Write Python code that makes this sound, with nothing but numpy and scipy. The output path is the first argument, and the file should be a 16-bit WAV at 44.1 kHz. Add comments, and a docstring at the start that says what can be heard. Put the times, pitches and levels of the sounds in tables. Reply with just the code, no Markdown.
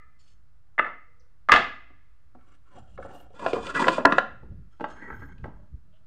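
"""Wooden offcuts are lifted, dragged and stacked on a scrap pile close to a small microphone in an open shed.
Knocks are decaying modes with a thud and a crack; drags are stick-slip noise through resonances of the wood.
Further off a plank is dropped twice, and the shed rings after it through fading random echoes.
Low noise in gusts and single slow swings thump the microphone, over a quiet wash and a distant rumble."""
import sys
import numpy as np
from scipy import signal
from scipy.fft import rfft, irfft
from scipy.io import wavfile
from scipy.ndimage import uniform_filter1d

SR = 44100
rng = np.random.default_rng(int(sys.argv[2]) if len(sys.argv) > 2 else 0)


def waveform_to_disk(signal):
    """Save audio, clipped to [-1, 1], as 16-bit WAV at the path in sys.argv[1]."""
    frames = np.transpose(np.atleast_2d(signal))
    scaled = np.clip(frames, -1, 1) * 32767
    samples = np.round(scaled).astype(np.int16)
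    wavfile.write(sys.argv[1], SR, samples)


def gain_from_decibels(decibels):
    """Convert decibel values to linear amplitude factors."""
    exponent = np.asarray(decibels, float) / 20
    return 10 ** exponent


N = 267290  # samples

# Modes of each board. Each row: frequency in Hz, width in Hz before scaling, relative level in dB.
BOARD_MODES = [
    [(1560, 47, -4), (2170, 140, 6), (3020, 94, -11)],
    [(547, 80, 2), (730, 56, 1.5), (1140, 23, -0.5), (1352, 113, 4), (1700, 81, 0), (2190, 150, -1)],
    [(528, 163, -0.5), (1020, 240, 1), (1392.6, 32, 5), (1668, 20, 5), (1954, 17, 3), (2440, 41, -19.5),
     (2624, 21, 1.5), (2940, 35.3, -28), (3226, 67, -27.5)],
    [(605, 65, 4.5), (869.5, 160, 12), (1105, 59, 5.5), (1321, 63, 10.5), (1580, 69, 14), (1950, 43, 8.5),
     (2170, 32, 3.5)],
]
# When each board is taken up, in seconds.
TAKEN_UP = [0, 1.8, 3.335, 4.4]
# How each board behaves. 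Each row: ring t60 at 1 kHz in seconds, shed echo of a knock in dB,
# boom of the pile under rubbing in dB.
HANDLING = [(.04, -12, -1), (0.053, -11, -4), (0.041, -13.5, -6), (0.044, -9.5, -5)]


def evened(x):
    """Normalisation: scales a signal to rms 1."""
    return x / np.sqrt(np.mean(x ** 2) + 1e-20)


def read(points, hz):
    """Interpolation: reads a curve at hz, straight on a log frequency axis."""
    f, value = np.transpose(points)
    return np.interp(np.log(hz + 1), np.log(f + 1), value)


def add(mix, s, sound):
    """Superposition: mixes a sound in at time s, in place."""
    part = mix[round(s * SR):][:len(sound)]
    part += sound[:len(part)]


def coloured(x, points):
    """Spectral shaping: weights each frequency by a curve in dB, then scales to rms 1."""
    gain = gain_from_decibels(read(points, np.fft.rfftfreq(len(x), 1 / SR)))
    return evened(irfft(rfft(x) * gain, len(x)))


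def passed(x, hz, kind):
    """Steep filtering: a fourth-order low- or high-pass."""
    return signal.sosfilt(signal.butter(4, min(hz, 20000), kind, fs=SR, output="sos"), x)


def resonate(x, hz, width):
    """Resonance by heterodyne: shifts hz down to zero, smooths, shifts back; gain 1 at the peak."""
    turn = np.exp(2j * np.pi * np.cumsum(hz * np.ones(len(x))) / SR)
    r = np.exp(-np.pi * width / SR)
    smooth = signal.lfilter([1 - r], [1, -r], x / turn)
    return 2 * (turn * smooth).real


def resonate_twice(x, hz, width):
    """Resonators in cascade: two equal ones give steeper skirts."""
    return resonate(resonate(x, hz, width), hz, width)


def wander(length, hz):
    """Slow random modulation: noise averaged twice over 1 / hz seconds, rms 1."""
    span = int(SR / hz)
    return evened(uniform_filter1d(uniform_filter1d(rng.standard_normal(length), span), span))


def board_in_hand(s):
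    """Succession of sources: index of the board held at time s."""
    return np.searchsorted(TAKEN_UP, s) - 1


def drag(wood, edges, boom_db, rows):
    """Stick-slip friction: saw-marked faces catch and slip in dense uneven clicks.

    They ring the board and its edges, boom in the pile and hiss in the dust."""
    # Dust under a sliding face. Each row: frequency in Hz, relative level in dB per Hz.
    grit_spectrum = [(1500, -17), (2500, 3.5), (3400, 3), (4200, -2.5), (6000, -5.5), (8700, -6.5),
                     (9600, -20), (10500, -44), (15500, -37), (16500, -93)]
    s, *columns = np.transpose(rows)
    t = np.arange(s[0] - .004, s[-1] + 0.014, 1 / SR)
    rub_db, contact_hz, hiss_db = (np.interp(t, s, c) for c in columns)

    sizes = gain_from_decibels(3.4 * np.minimum(rng.exponential(1, len(t)), 3.5))
    slips = (rng.random(len(t)) < 2000 / SR) * sizes * rng.choice([-1, 1], len(t))  # about 2000 a second
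    uneven_db = 2.5 * wander(len(t), 90) + 1.7 * wander(len(t), 30)
    force = (evened(slips) + .9 * rng.standard_normal(len(t))) * gain_from_decibels(uneven_db)

    body, singing = np.zeros((2, len(t)))
    for hz, width, db in wood:
        near_db = -6.0 * np.log2(hz / contact_hz) ** 2  # modes near the contact pitch speak most
        wide = np.clip(1.96 * width, 50, 300)
        body += gain_from_decibels(db + near_db + 3 * wander(len(t), 25)) * resonate_twice(force, hz, wide)
    for hz, width, db in edges:
        wide = np.clip(2 * width, 90, 300)
        # each comes and goes as the contact moves
        singing += gain_from_decibels(db + 2.8 * wander(len(t), 13)) * resonate_twice(force, hz, wide)

    contact = resonate_twice(force, contact_hz, 105)
    boom = passed(resonate_twice(force, 250, 390), 150, "high")
    dust = coloured(force, grit_spectrum)
    rub = evened(passed(evened(body) + 0.74 * evened(contact), 3500, "low"))
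    hiss = evened(1.1 * dust + evened(singing))
    stroke = gain_from_decibels(rub_db) * (rub + gain_from_decibels(boom_db) * evened(boom)) + gain_from_decibels(hiss_db) * hiss
    return stroke * signal.windows.tukey(len(t), 0.025 * SR / len(t))


def dragged_boards():
    """Sliding friction: each stroke of wood on wood drives the board in hand; gives (s, sound)."""
    # One table a stroke. Each row: time in seconds, rubbing level in dB, contact pitch in Hz, hiss level in dB.
    strokes = [
        [(0.186, -91, 1740, -65), (0.252, -93, 1740, -71), (0.332, -84, 1760, -74.5), (0.345, -94, 1700, -95),
         (0.38, -92, 1420, -91)],
        [(2.38, -65, 1170, -90), (2.45, -76.5, 1100, -88), (2.55, -67, 1200, -74), (2.585, -87, 1170, -97),
         (2.7, -65, 1100, -77), (2.74, -58, 955, -72), (2.784, -49.5, 650, -64), (2.83, -59.5, 620, -75),
         (2.96, -68, 624, -71)],
        [(2.99, -44.5, 560, -71.5), (3.035, -62, 620, -67), (3.06, -45.5, 600, -71), (3.1, -51.5, 750, -69),
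         (3.172, -51.5, 726, -61), (3.286, -66.5, 723, -85), (3.33, -63, 748, -72)],
        [(3.335, -57.5, 716, -67), (3.401, -47.5, 1070, -56), (3.441, -32, 905, -50), (3.507, -42, 718, -49),
         (3.585, -35.5, 723, -53.5), (3.62, -53, 760, -59.5), (3.655, -39.5, 1280, -42.5),
         (3.695, -34, 1368, -44.5), (3.73, -46.5, 1250, -56.5)],
        [(3.735, -40, 1500, -50), (3.755, -26.5, 1480, -43), (3.78, -31, 1300, -45.5), (3.8, -25, 970, -34),
         (3.86, -27, 975, -45.5), (3.92, -37, 1040, -42), (3.968, -40.5, 1080, -42), (4.005, -28, 874, -62),
         (4.04, -57, 850, -66.5)],
        [(4.085, -29.5, 1070, -58.5), (4.112, -38, 1050, -57), (4.14, -27, 1160, -59),
         (4.165, -45, 1230, -63.5), (4.18, -29.5, 1700, -50.5)],
        [(4.7, -92, 1300, -85), (4.744, -67, 1360, -78.5), (4.785, -87, 1370, -81)],
        [(4.875, -46, 1220, -62.5), (4.933, -54.5, 1140, -63.5), (4.97, -52, 1400, -71),
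         (5.02, -44.5, 1930, -72), (5.09, -43.5, 1890, -75), (5.13, -46.5, 1560, -73), (5.2, -58.5, 1500, -75),
         (5.228, -49.5, 1600, -79), (5.25, -53, 1530, -75), (5.39, -64.5, 1590, -83), (5.425, -80, 1510, -84)],
        [(5.475, -52, 731, -92), (5.519, -60, 700, -90), (5.6, -64.5, 600, -90.5), (5.68, -78, 620, -91)],
    ]
    # Thin edges that sing when rubbed, one list a board.
    # Each row: frequency in Hz, width in Hz before scaling, relative level in dB.
    edge_modes = [
        [(4340, 130, -7), (4620, 86, -7), (5270, 200, -7), (6350, 40, -6), (7040, 31, -7), (7370, 32, -8),
         (7900, 52, -13), (8800, 150, -20)],
        [(2860, 105, 7), (3010, 29, -14), (3230, 61, 2), (5820, 67, -3), (6260, 78, -16), (7270, 50, 2),
         (7600, 57, -20), (8300, 190, -17), (8700, 33, -1)],
        [(2452, 32, 4.5), (2703, 46, -12), (3140, 57, -14), (3460, 99, -7), (4480, 72, -12.5),
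         (4866, 420, -12.5), (5760, 43, -23), (6900, 43, -13.5), (7540, 66, -17), (8370, 71, -45.5),
         (8850, 19, -35)],
        [(3220, 150, 9), (3950, 55, 1), (4250, 73, 5.5), (5270, 53, 8), (6160, 42, 4), (6470, 80, 8),
         (7140, 40, 6), (7850, 44, -9), (9000, 58, -16), (9390, 51, 0)],
    ]
    sounds = []
    for rows in strokes:
        board = board_in_hand(rows[-1][0] - .04)
        sound = drag(BOARD_MODES[board], edge_modes[board], HANDLING[board][2], rows)
        sounds.append((rows[0][0], sound))
    return sounds


def knock(wood, db, struck_hz, thud_db, crack_db, t60):
    """Modal impact: a blow rings the modes near its pitch most, with a low thud of the pile and a short crack."""
    # First contact of a blow. Each row: frequency in Hz, relative level in dB per Hz.
    crack_spectrum = [(1500, -9), (2500, 7.5), (3500, 1.5), (5000, -12), (7500, -23), (10000, -37),
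                      (15500, -36), (16500, -88)]
    t = np.arange(round(.25 * SR)) / SR
    hz, _, mode_db = np.transpose(wood)
    extra = 450 * 6 ** rng.random(14)  # random weak modes make the ring denser
    hz = np.r_[hz, struck_hz, extra]
    mode_db = np.r_[mode_db, 2.5, np.full(len(extra), -10.5)]
    # where it is hit
    place_db = 1.6 * rng.standard_normal(len(hz)) - 7.2 * np.log2(hz / struck_hz) ** 2

    decay = max(t60, .005) * (hz / 1000) ** -.6  # wood damps its high modes first
    swings = np.sin(2 * np.pi * (hz[:, None] * t + rng.random((len(hz), 1))))
    ring = gain_from_decibels(mode_db + place_db) @ (gain_from_decibels(-60 * t / decay[:, None]) * swings)
    load_s = max(.0013 - .00006 * db, .001)  # the contact loads over a moment, longer for gentle blows
    ring *= np.sin(np.pi / 2 * np.minimum(t / load_s, 1)) ** 2

    low, high = rng.standard_normal((2, len(t)))
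    thud = evened(passed(resonate_twice(low, 300, 350), 140, "high"))
    thud = thud * gain_from_decibels(-60 * t / 0.062) * (1 - np.exp(-t / 0.0044))
    crack = coloured(high, crack_spectrum) * gain_from_decibels(-60 * t / 0.033) * (1 - np.exp(-t / 0.0015))
    return gain_from_decibels(db) * (ring / abs(ring).max() + gain_from_decibels(thud_db) * thud + gain_from_decibels(crack_db) * crack)


def knocking_boards():
    """Modal impact: boards knock, and a few blows are strong catches of a scrape; gives (s, sound, echo dB)."""
    # Each row: start in seconds, ring peak in dB, struck pitch in Hz, thud and crack in dB relative to the ring.
    # The blows at 3.748, 3.794, 3.823 and 3.916 s are catches of a scrape.
    blows = [(1.901, -52, 1187, -0.5, -24), (2.348, -44, 781, 1, -31), (2.408, -60, 1290, -18, -7),
             (2.976, -36.5, 1283, -13, -20), (2.987, -28.5, 528, -16, -41), (3.025, -36, 1495, -10, -21),
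             (3.048, -33.5, 560, -17, -49), (3.303, -48, 430, -29, -20), (3.34, -45.5, 483, -24.5, -22),
             (3.393, -34, 590, -19.5, -11), (3.462, -8.5, 663, -17.5, -19.5),
             (3.481, -20.5, 664.6, -19, -17.5), (3.532, -14.5, 483, -3.5, -13), (3.564, -20, 457, -1, -34),
             (3.667, -31, 547, -13, 0), (3.748, -23.5, 1605, -17, -10), (3.794, -16, 944, -18.5, -15.5),
             (3.823, -17, 1020, -14.5, -16), (3.841, -17.5, 1532, -20, -21.5),
             (3.869, -13.5, 651, -25, -14), (3.881, -2, 977, -13.5, -12), (3.916, -26, 1015, -32.5, -13.5),
             (3.981, -13, 637, -8.5, -27), (4.05, -2.5, 684, -15.5, -35), (4.053, 3, 1024, -10, -28.5),
             (4.066, -10.5, 958, -14, -53.5), (4.122, -7.5, 1228, -8.5, -14.5),
             (4.182, -2, 1026, -31.5, -18), (4.429, -49.5, 493, 8, -46), (4.512, -63.5, 441, 16, -40),
             (4.797, -35, 673, -3, -22), (4.807, -27.5, 870, 3, -17.5), (4.841, -17.5, 968, -18.5, -23),
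             (5.101, -26.5, 1580, -9.5, -57), (5.219, -40, 1190, -4, -29), (5.38, -62.5, 1600, -21, 5),
             (5.44, -33, 1710, 1.5, -21.5), (5.455, -36, 693, 1.5, -46)]
    hits = []
    for s, *blow in blows:
        board = board_in_hand(s)
        t60, echo_db, _ = HANDLING[board]
        hits.append((s, knock(BOARD_MODES[board], *blow, t60), echo_db))
    return hits


def dropped_plank():
    """Modal impact: each landing further off is a short clatter of blows; gives (s, sound, echo dB).

    An earlier blow, returned first and apart, is for its dying echo alone."""
    # Each row: start in seconds, ring peak in dB, struck pitch in Hz, crack in dB relative to the ring,
    # shed echo in dB.
    landings = [(0.78, -16, 1318, -50.5, -7.5), (0.788, -10, 1950, -36, -12),
                (0.7934, -5.5, 1297, -37, -10.5), (0.845, -22, 1296, -30.5, -3.5),
                (0.864, -23.5, 1280, -29, -3.5), (1.487, -12.5, 1140, -16, -5.5),
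                (1.494, -5, 1218, -29.5, -6.5), (1.513, -18, 1836, -12.5, -5), (1.518, 0.5, 1644, -9, -5),
                (1.525, -2, 1122, -15.5, -10), (1.537, -4.5, 1407, -11, -7),
                (1.548, -12.5, 673, -15.5, -5.5), (1.56, -7, 1700, -9, -5)]
    # Modes of the plank. Each row: frequency in Hz, width in Hz (blows ignore it), relative level in dB.
    plank_modes = [(673, 31, -16), (1219, 150, 1.5), (1758, 77, 1.5), (2031, 86, 5), (2830, 64, -9),
                   (3020, 32, -16), (3300, 85, -17.5), (3520, 56, -9.5), (4270, 22, -29.5),
                   (4440, 190, -22)]
    earlier = knock(plank_modes, -15, 1250, -28, -26, .08)
    hits = []
    for s, db, hz, crack_db, echo_db in landings:
        hits.append((s, knock(plank_modes, db, hz, -22, crack_db, 0.036), echo_db))
    return earlier, hits


def shed(x):
    """Reverberation: sparse echoes of random sign, each band dying at its own speed."""
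    # Each row: frequency in Hz, t60 in seconds.
    band_t60 = [(150, 0.45), (500, 0.28), (1000, 0.32), (1290, 0.33), (1600, 0.33), (2050, 0.47),
                (2800, 0.36), (7000, .3), (14000, 0.045)]
    # Each row: frequency in Hz, relative level in dB.
    band_tone = [(150, 5), (600, 3), (1000, -1.5), (1290, 3), (1600, -2), (2050, -6.5), (2600, -1),
                 (6000, 1), (14000, -0.5)]
    taps = np.zeros(SR)
    at = np.arange(300, SR - 20, 20)
    taps[at + rng.integers(0, 20, len(at))] = rng.choice([-1., 1.], len(at))
    hz, t, z = signal.stft(taps, SR, nperseg=512)
    build = 1 - np.exp(-t / 0.0017)  # echoes gather over the first reflections
    fall_db = -60 * t / read(band_t60, hz)[:, None]
    fading = gain_from_decibels(fall_db) + gain_from_decibels(-28 + 0.38 * fall_db)  # far walls answer longer and weaker
    tone = gain_from_decibels(read(band_tone, hz)[:, None])
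    tail = signal.istft(z * build * fading * tone, SR, nperseg=512)[1]
    return signal.fftconvolve(x, tail / np.linalg.norm(tail))[:len(x)]


def buffet():
    """Modulated low noise: rumble in gusts, and single slow bumps as short damped swings."""
    # Swells of the rumble. Each row: middle in seconds, length in seconds, level in dB.
    swells = [(2.835, .25, -53.5), (3.02, 0.32, -49.5), (3.248, 0.35, -55.5), (3.7, .8, -49),
              (4.33, 0.21, -53), (4.505, 0.33, -39.5), (4.623, 0.28, -52), (4.95, .1, -48.5),
              (5.206, 0.34, -42.5), (5.407, 0.29, -39.5), (5.56, 0.32, -50.5), (5.745, 0.16, -48.5),
              (5.889, 0.18, -50.5), (6.019, 0.09, -56.5)]
    # Each row: frequency in Hz, relative level in dB per Hz.
    gust_spectrum = [(13, -55), (22, -10), (48, 8.5), (83, 3.5), (153, -1.5), (216, -8), (258, -17),
                     (380, -22.5), (600, -35.5), (780, -59), (1320, -120)]
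    # Bumps of about one swing. Each row: time in seconds, envelope peak in dB, frequency in Hz.
    # The one at 1.521 s comes with the overloaded plank landing.
    bumps = [(1.521, -32.5, 36.6), (4.446, -47.5, 61.4), (4.521, -48.5, 56.7), (4.558, -50, 32.6),
             (5.359, -44.5, 54), (5.417, -42, 48.4), (5.738, -28.5, 65)]
    t = np.arange(N) / SR
    gusts = np.zeros(N)
    for s, length, db in swells:
        gusts += gain_from_decibels(db) * np.cos(np.pi * np.clip((t - s) / length, -.5, .5)) ** 2
    lumpy = coloured(rng.standard_normal(N), gust_spectrum) * gain_from_decibels(3 * wander(N, 25))
    out = gusts * evened(lumpy)
    for s, db, hz in bumps:
        turns = np.arange(-1.5, 2.5, hz / SR)
        swing = np.exp(-(turns / .6) ** 2) * np.sin(2 * np.pi * turns)
        add(out, s - 0.86 / hz, gain_from_decibels(db) * swing)
    return out


def faint(length, start_hz, end_hz, width, db):
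    """Narrow-band noise: a fluttering band swells, glides and fades."""
    u = np.linspace(0, 1, round(length * SR))
    hz = start_hz + (end_hz - start_hz) * u
    band = evened(resonate_twice(rng.standard_normal(len(u)), hz, width))
    flutter_db = 3 * wander(len(u), 120)
    return gain_from_decibels(db - 5 * u + flutter_db) * band * signal.windows.tukey(len(u), .3)


def far_sounds():
    """Narrow-band noise: a falling chirp, a few soft tones and wisps of high hiss; gives (s, sound)."""
    # Each row: start in seconds, length in seconds, start and end pitch in Hz, width of one resonator in Hz,
    # level in dB before it sinks by 5 dB.
    bands = [(0.624, 0.17, 803, 785, 40, -83), (1.055, 0.25, 491.6, 493, 30.36, -75),
             (1.196, 0.022, 6070, 4050, 690, -71.5), (3.119, 0.14, 12500, 12500, 4000, -74),
             (5.079, 0.23, 13090, 13610, 3900, -77.5), (5.857, 0.29, 630, 643, 40.1, -77),
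             (5.921, 0.057, 2920, 3006, 700, -75)]
    return [(s, faint(*shape)) for s, *shape in bands]


def air():
    """Stationary broadband noise: the quiet wash of the yard, swelling a little, over a steady distant rumble."""
    # Each row: frequency in Hz, relative level in dB per Hz.
    wash_spectrum = [(120, -23), (200, 2.5), (249, -9), (392, -9.5), (890, -12.5), (1280, -6.5), (1480, -9),
                     (2330, -18.5), (3420, -23), (3960, -21.5), (7900, -28.5), (10400, -29), (15500, -38.5)]
    # Each row: frequency in Hz, relative level in dB per Hz.
    rumble_spectrum = [(14, -30), (24, -3.5), (27, -5), (38, -4), (59, 0.5), (97, -7.5), (134, -12),
                       (221, -36), (267, -39.5), (300, -24.5), (390, -51.5), (660, -120)]
    wash = gain_from_decibels(-75.5 + 0.42 * wander(N, 1.8)) * coloured(rng.standard_normal(N), wash_spectrum)
    return wash + gain_from_decibels(-61) * coloured(rng.standard_normal(N), rumble_spectrum)


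def scene():
    """Superposition: direct sound and three sends to the shed; hits take them in turn so that echoes differ."""
    lead = SR // 2  # half a second ahead of the start, for the earlier echo
    direct, sends = np.zeros(N), np.zeros((3, N + lead))
    earlier, hits = dropped_plank()
    add(sends[0], .5 - .22, earlier)  # 0.22 s before the start
    hits += knocking_boards()
    for k, (s, sound, echo_db) in enumerate(hits):
        add(direct, s, sound)
        add(sends[k % 3], s + .5, gain_from_decibels(echo_db) * sound)
    for s, sound in dragged_boards():
        add(direct, s, sound)
        add(sends[1], s + .5, gain_from_decibels(-14.0) * sound)
    for s, sound in far_sounds():
        add(direct, s, sound)
        add(sends[2], s + .5, gain_from_decibels(-8.5) * sound)
    echoes = sum(shed(send)[lead:] for send in sends)
    return (direct + echoes + buffet() + air())[None]


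def band_limit(x):
    """A steep low-pass at the top of the band."""
    return signal.sosfilt(signal.butter(12, 15830, fs=SR, output="sos"), x)


def record(dry):
    """Saturation: the loudest blows overload the input with a firm knee; the input stage adds a constant bias."""
    overload, bias = .71, .0057  # of full scale
    clipped = dry / (1 + abs(dry / overload) ** 8) ** (1 / 8) + bias
    return band_limit(clipped)


dry = scene()
out = record(dry)
waveform_to_disk(out)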